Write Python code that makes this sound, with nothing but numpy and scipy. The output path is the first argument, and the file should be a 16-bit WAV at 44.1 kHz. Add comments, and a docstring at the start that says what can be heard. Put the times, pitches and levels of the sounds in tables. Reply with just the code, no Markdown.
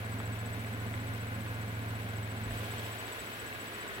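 """Three-cylinder engine idling on a hillside

Close by, firings ring the exhaust pipe and shake the block; valve gear and injectors clatter.
A dry belt chirps on every crank turn and a pulley whines, over sparse ticks and a soft rush of air.
At 2.5 s the microphone is moved with a bump and a rustle; the boom falls away, the treble opens up."""
import sys
import numpy as np
from scipy import signal
from scipy.fft import rfft, irfft
from scipy.io import wavfile

SR = 44100
rng = np.random.default_rng(int(sys.argv[2]) if len(sys.argv) > 2 else 0)


def persist_wave(psi):
    """Save psi, clipped to +-1, as 16-bit WAV."""
    counts = np.round(np.clip(psi, -1, 1) * 32767).astype(np.int16)
    wavfile.write(sys.argv[1], SR, np.atleast_2d(counts).T)


N = 176400
T = np.arange(N) / SR
F = np.maximum(np.arange(N // 2 + 1) * SR / N, 1)
FIRINGS_PER_TURN, FIRING_DELAY_S = 1.5, .004


def firings(turns, cylinder_db, scatter_db):
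    """One pulse per firing, cylinders in rotation."""
    count = np.arange(int(turns[-1] * FIRINGS_PER_TURN) + 1)
    at_s = np.interp(count / FIRINGS_PER_TURN, turns, T) + FIRING_DELAY_S
    gain = undb(np.resize(cylinder_db, len(count)) + scatter_db * rng.standard_normal(len(count)))
    return np.bincount((at_s * SR).astype(int), gain, N)[:N]


def exhaust_and_block(turns, block_re_pipe_db=-9.5, shudder_decay_s=.13):
    """Firings ring the exhaust pipe and set the block shuddering."""
    # firing strength per cylinder: pipe_db, block_db
    cylinders = [(0, 8), (-2.5, -5), (-1, -4.5)]
    # exhaust pipe response: freq_hz, gain_db
    pipe_response = [(22, -45), (44, -20), (66, -27), (88, -8), (110, 0), (132, -23), (154, -25.5),
                     (176, -15.5), (198, -27.5), (220, -20), (264, -26.5), (300, -39), (600, -57)]
    # engine block response: freq_hz, gain_db
    block_response = [(60, -29), (125, -7.5), (150, -11), (195, -2.5), (235, -1.5), (272, 0.5), (310, -13),
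                      (400, -21), (550, -13), (900, -34), (2000, -55)]
    # boom at the microphone: time_s, level_db
    boom_level = [(0, -38.5), (1.3, -38.5), (2.1, -40.2), (2.5, -38), (2.8, -42), (2.97, -46), (3.1, -56),
                  (3.35, -53), (4, -57)]
    pipe_db, block_db = np.array(cylinders, float).T
    pipe = unit(colour(firings(turns, pipe_db, scatter_db=1.2), shape(pipe_response)))
    thuds = firings(turns, block_db, scatter_db=.5)
    shudder = signal.lfilter([1], [1, -np.exp(-1 / (shudder_decay_s * SR))], thuds)
    block = unit(colour(shudder * rattle(turns, repeat_share=.3), shape(block_response)))
    return ports((pipe + undb(block_re_pipe_db) * block) * undb(curve(boom_level)))


def clatter(turns, knock_db=.5, grain_db=1, grain_hz=494, shift_start_s=2.9, shift_length_s=1):
    """Valve gear and injector impacts ring the covers; the colour shifts as the microphone moves."""
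    # clatter spectrum: freq_hz, before_db, after_db
    spectrum = [(25, -24, -16), (60.3, -6, -6), (154, -8, -1.5), (270, 0, 2.5), (353, -3.5, 4),
                (430, 1.5, 4.5), (560, -2, 0), (685, 0.5, -2), (750, -3, -5.5), (1210, -4.5, -0.5),
                (1500, -2, 0), (1900, -3.5, 2.5), (2175, -4.5, -4), (3050, -17.5, -10.5),
                (4140, -16.5, -13), (5130, -29, -23), (7900, -35, -34), (16000, -38, -49)]
    # clatter loudness: time_s, level_db
    level = [(0, -44), (2.3, -44.5), (2.75, -42.5), (3.25, -43.5), (4, -42.5)]
    # cover resonances: centre_hz, width_hz, boost_db
    covers = [(716, 29, 3), (1026.5, 28, 7), (1152, 22, 3.5), (1469, 29, 8), (1649, 20, 8.5),
              (1957, 40, 2.5), (2130, 50, 3)]
    covers_db = sum(db / (1 + (2 * (F - hz) / width_hz) ** 2) for hz, width_hz, db in covers)
    firing_phase = 2 * np.pi * FIRINGS_PER_TURN * (turns - np.interp(FIRING_DELAY_S, T, turns))
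    knock = undb(knock_db * np.cos(firing_phase) + grain_db * walk(grain_hz))
    moved = np.clip((T - shift_start_s) / shift_length_s, 0, 1)
    paths = []
    for _ in range(3):
        impacts = knock * rattle(turns, repeat_share=.13)
        before = unit(colour(impacts, shape(spectrum) + covers_db))
        after = unit(colour(impacts, shape(spectrum, column=2) + covers_db))
        paths.append((1 - moved) * before + moved * after)
    return ports(paths[0], diffuse=paths[1:]) * undb(curve(level))


def rattle(turns, repeat_share):
    """Noise with a share of its power repeating every two-turn engine cycle."""
    cycle_index = (turns % 2 / turns[-1] * N).astype(int)
    repeating = rng.standard_normal(N)[cycle_index]
    return np.sqrt(repeat_share) * repeating + np.sqrt(1 - repeat_share) * rng.standard_normal(N)


def belt(turns, jitter_s=.001, scatter_db=1.5, scatter_hz=51.6, rough_hz=98, rough_db=1.7):
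    """The dry belt slips twice per turn; its thin squeak scatters around the engine."""
    # belt chirp: time_s, level_db, pitch_hz, pan_db, echo_db
    chirp = [(0, -48.5, 7910, 2.5, -7), (.4, -48.5, 7900, 3, -7), (.7, -52, 7930, 1.5, -5),
             (1.4, -54, 7920, 1, -4), (2.1, -52.5, 7920, 0, -4), (2.45, -50.5, 7900, -2, -3),
             (2.8, -47.5, 7890, 2, -1), (3.1, -46.5, 7860, 0, -1), (3.3, -49.5, 7850, 0, -1),
             (3.65, -48, 7840, 0, -1), (4, -50.5, 7870, 0, -1)]
    # slips in one turn: delay_s, level_db, sigma_s
    slips = [(.052, -1, .0033), (.0625, -2.3, .0037)]
    turn_starts_s = np.interp(np.arange(int(turns[-1]) + 1), turns, T)
    envelope = np.zeros(N)
    pitch_hz = curve(chirp, column=2) + rough_hz * walk(280)
    for start_s in turn_starts_s:
        for delay_s, level_db, sigma_s in slips:
            late, loud, sharp = rng.standard_normal(3)
            centre_s = start_s + delay_s + jitter_s * late
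            near = slice(*np.searchsorted(T, [centre_s - 10 * sigma_s, centre_s + 10 * sigma_s]))
            slip = np.exp(-.5 * ((T[near] - centre_s) / sigma_s) ** 2)
            envelope[near] += slip * undb(level_db + scatter_db * loud)
            pitch_hz[near] += slip * scatter_hz * sharp
    phase = 2 * np.pi * np.cumsum(pitch_hz) / SR
    tone = np.sin(phase) + undb(-12) * np.sin(2 * phase)
    squeak = envelope * undb(curve(chirp) + rough_db * (walk(350) - 2)) * tone
    echoes = np.array([reflections(squeak, decay_s=.011) for _ in range(2)])
    return (squeak + undb(curve(chirp, column=4)) * echoes) * pan(curve(chirp, column=3))


def pulley(turns, cycles_per_turn=26.9, waver_db=2):
    """A belt-driven pulley whines faintly, tracking crank speed."""
    # pulley whine: time_s, level_db
    level = [(0, -62), (1.6, -67.5), (2.2, -59), (3, -61), (3.5, -72), (4, -65)]
    whine = unit(np.sin(2 * np.pi * cycles_per_turn * turns))
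    return ports(whine * undb(curve(level) + waver_db * walk(4)))


def ticks(patter_per_s=7.5, patter_db=-41, spread_db=2.5):
    """A few clear ticks and a faint random patter, perhaps drops in wet brush."""
    # clear ticks: start_s, level_db, centre_hz, q, pan_db
    clear_ticks = [(.202, -29, 1030, 1.4, -3), (0.427, -43.5, 1190, 3.1, 13), (.646, -38.5, 2260, 2, 5),
                   (.672, -41, 1900, 2.4, 2), (0.94, -33, 2110, 4.4, 12), (2.096, -38, 2260, 6.1, 13.5),
                   (2.509, -31.5, 990, 1.2, -2), (2.738, -31.5, 840, 1.2, -2), (3.08, -31.5, 1500, 0.47, 6),
                   (3.855, -33, 890, 1.4, 0), (3.983, -34, 1290, 1.7, 0)]
    out = np.zeros((2, N))
    for start_s, level_db, centre_hz, q, pan_db in clear_ticks:
        sound, start = tick(centre_hz, q), int(start_s * SR)
        out[:, start:start + len(sound)] += sound[:N - start] * undb(level_db) * pan(pan_db)
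    hits = rng.random(N) < patter_per_s / SR
    drops = hits * undb(patter_db + spread_db * rng.standard_normal(N))
    patter = signal.fftconvolve(drops, tick(centre_hz=1670, q=.82))[:N]
    return out + ports(patter)


def tick(centre_hz, q, decay_s=.0015, top_hz=3300):
    """An impulse and a short noise tail through one resonance."""
    snap = undb(-12.5) * rng.standard_normal(N) * np.exp(-np.minimum(T, .1) / decay_s)
    snap[0] += 1
    lowpass_db = -10 * np.log10(1 + (F / top_hz) ** (2 * np.pi))
    sound = colour(snap, resonance(centre_hz, q) + lowpass_db)[:N // 64]
    return sound / np.abs(sound).max()


def bump(centre_s=2.505, sigma_s=.03, pitch_hz=52, level_db=-39):
    """Soft low bump as the microphone is moved."""
    t = T - centre_s
    envelope = undb(level_db) * np.exp(-.5 * (t / sigma_s) ** 2)
    return ports(envelope * np.sin(2 * np.pi * pitch_hz * t))


def rustle(grain_db=4):
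    """Fine rustle, separate at each port, loudest while the microphone is moved."""
    # rustle: time_s, level_db
    level = [(0, -78), (2.42, -63), (2.57, -54.5), (3.05, -55.5), (3.3, -57.5), (4, -60)]
    grains = rng.standard_normal((2, N)) * undb(grain_db * walk(130))
    band_db = 2 * resonance(centre_hz=3300, q=2.4)
    return np.array([unit(colour(side, band_db)) for side in grains]) * undb(curve(level))


def air(flicker_db=.55):
    """Soft rush of air, brightening the scene from 2.5 s."""
    # air spectrum: freq_hz, gain_db
    spectrum = [(300, -15), (1200, -1), (2600, 9.5), (3500, 3), (5000, -2.5), (7000, -5), (9500, -3),
                (11500, -1), (13000, -5), (16000, 0)]
    # air loudness: time_s, level_db
    level = [(0, -51.5), (2.46, -51.5), (2.56, -47), (3.05, -47.5), (3.5, -49), (4, -49)]
    paths = [unit(colour(rng.standard_normal(N), shape(spectrum))) for _ in range(3)]
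    return ports(paths[0], diffuse=paths[1:]) * undb(curve(level) + flicker_db * walk(23))


def breeze(level_db=-59.5, gust_db=3):
    """Faint low flutter of air on each port."""
    band_db = 2 * resonance(centre_hz=68, q=.63)
    rumble = np.array([unit(colour(rng.standard_normal(N), band_db)) for _ in range(2)])
    return rumble * undb(level_db + gust_db * walk(12))


def ports(direct, diffuse=None, left_lag_s=.00025):
    """Two microphone ports: direct sound reaches the right first, diffuse sound differs per side."""
    # stereo image: freq_hz, direct_share, pan_db
    image = [(60, 0.06, -1.6), (306, 1, -1), (544, 0.74, -3), (1040, 0.87, -1), (1700, 0.46, -0.5),
             (2390, 0.2, 7), (3500, 0, 7.5), (4730, 0, -2), (7000, 0, 2), (10800, 0.2, 0.5),
             (14100, .02, -3)]
    both = rfft(direct) * np.array([np.exp(-2j * np.pi * F * left_lag_s), np.ones(len(F))])
    if diffuse is not None:
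        direct_share = shape(image)
        both = both * np.sqrt(direct_share) + rfft(diffuse) * np.sqrt(1 - direct_share)
    return irfft(both * pan(shape(image, column=2)), N)


def reflections(x, decay_s):
    """Smear x over a short tail of dense echoes."""
    t = T[:N // 16]
    tail = rng.standard_normal(len(t)) * np.exp(-t / decay_s)
    return signal.fftconvolve(x, tail / np.linalg.norm(tail))[:N]


def colour(x, gain_db):
    """Minimum-phase filter with gain_db over F."""
    cepstrum = irfft(gain_db * np.log(10) / 20, N)
    cepstrum[1:N // 2] *= 2
    cepstrum[N // 2 + 1:] = 0
    impulse_response = irfft(np.exp(rfft(cepstrum)), N)[:N // 8]
    return signal.fftconvolve(x, impulse_response)[:N]


def resonance(centre_hz, q):
    """Band-pass gain in dB over F."""
    return -10 * np.log10(1 + (q * (F / centre_hz - centre_hz / F)) ** 2)


def walk(rate_hz):
    """Smooth random drift, rms 1."""
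    return unit(irfft(rfft(rng.standard_normal(N)) * np.exp(-(F / rate_hz) ** 2), N))


def curve(table, column=1):
    """Table column interpolated over T."""
    rows = np.array(table, float)
    return np.interp(T, rows[:, 0], rows[:, column])


def shape(table, column=1):
    """Table column interpolated over log F."""
    rows = np.array(table, float)
    return np.interp(np.log(F), np.log(rows[:, 0]), rows[:, column])


def pan(db):
    """Stereo gains for left minus right in dB."""
    return undb(np.reshape([db, -db], (2, -1)) / 2)


def undb(db):
    """Decibels to gain."""
    return 10 ** (np.asarray(db) / 20)


def unit(x):
    """Scale to rms 1."""
    return x / np.sqrt(np.mean(x ** 2))


def scene():
    """The crankshaft times every engine part; air, ticks and handling noise join in."""
    # crankshaft speed: time_s, speed_rpm
    speed = [(0, 878), (.25, 878), (.6, 885), (1.25, 887), (1.8, 879), (2.1, 866), (2.35, 864), (2.8, 878),
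             (3.1, 881), (3.6, 875), (4, 877)]
    turns = np.cumsum(curve(speed)) / 60 / SR
    return (exhaust_and_block(turns) + clatter(turns) + air() + rustle() + breeze()
            + pulley(turns) + belt(turns) + ticks() + bump())


def record(dry, top_hz=15850):
    """Steep low-pass on the top treble."""
    return signal.sosfilt(signal.ellip(12, .1, 80, top_hz, fs=SR, output="sos"), dry)


dry = scene()
out = record(dry)
persist_wave(out)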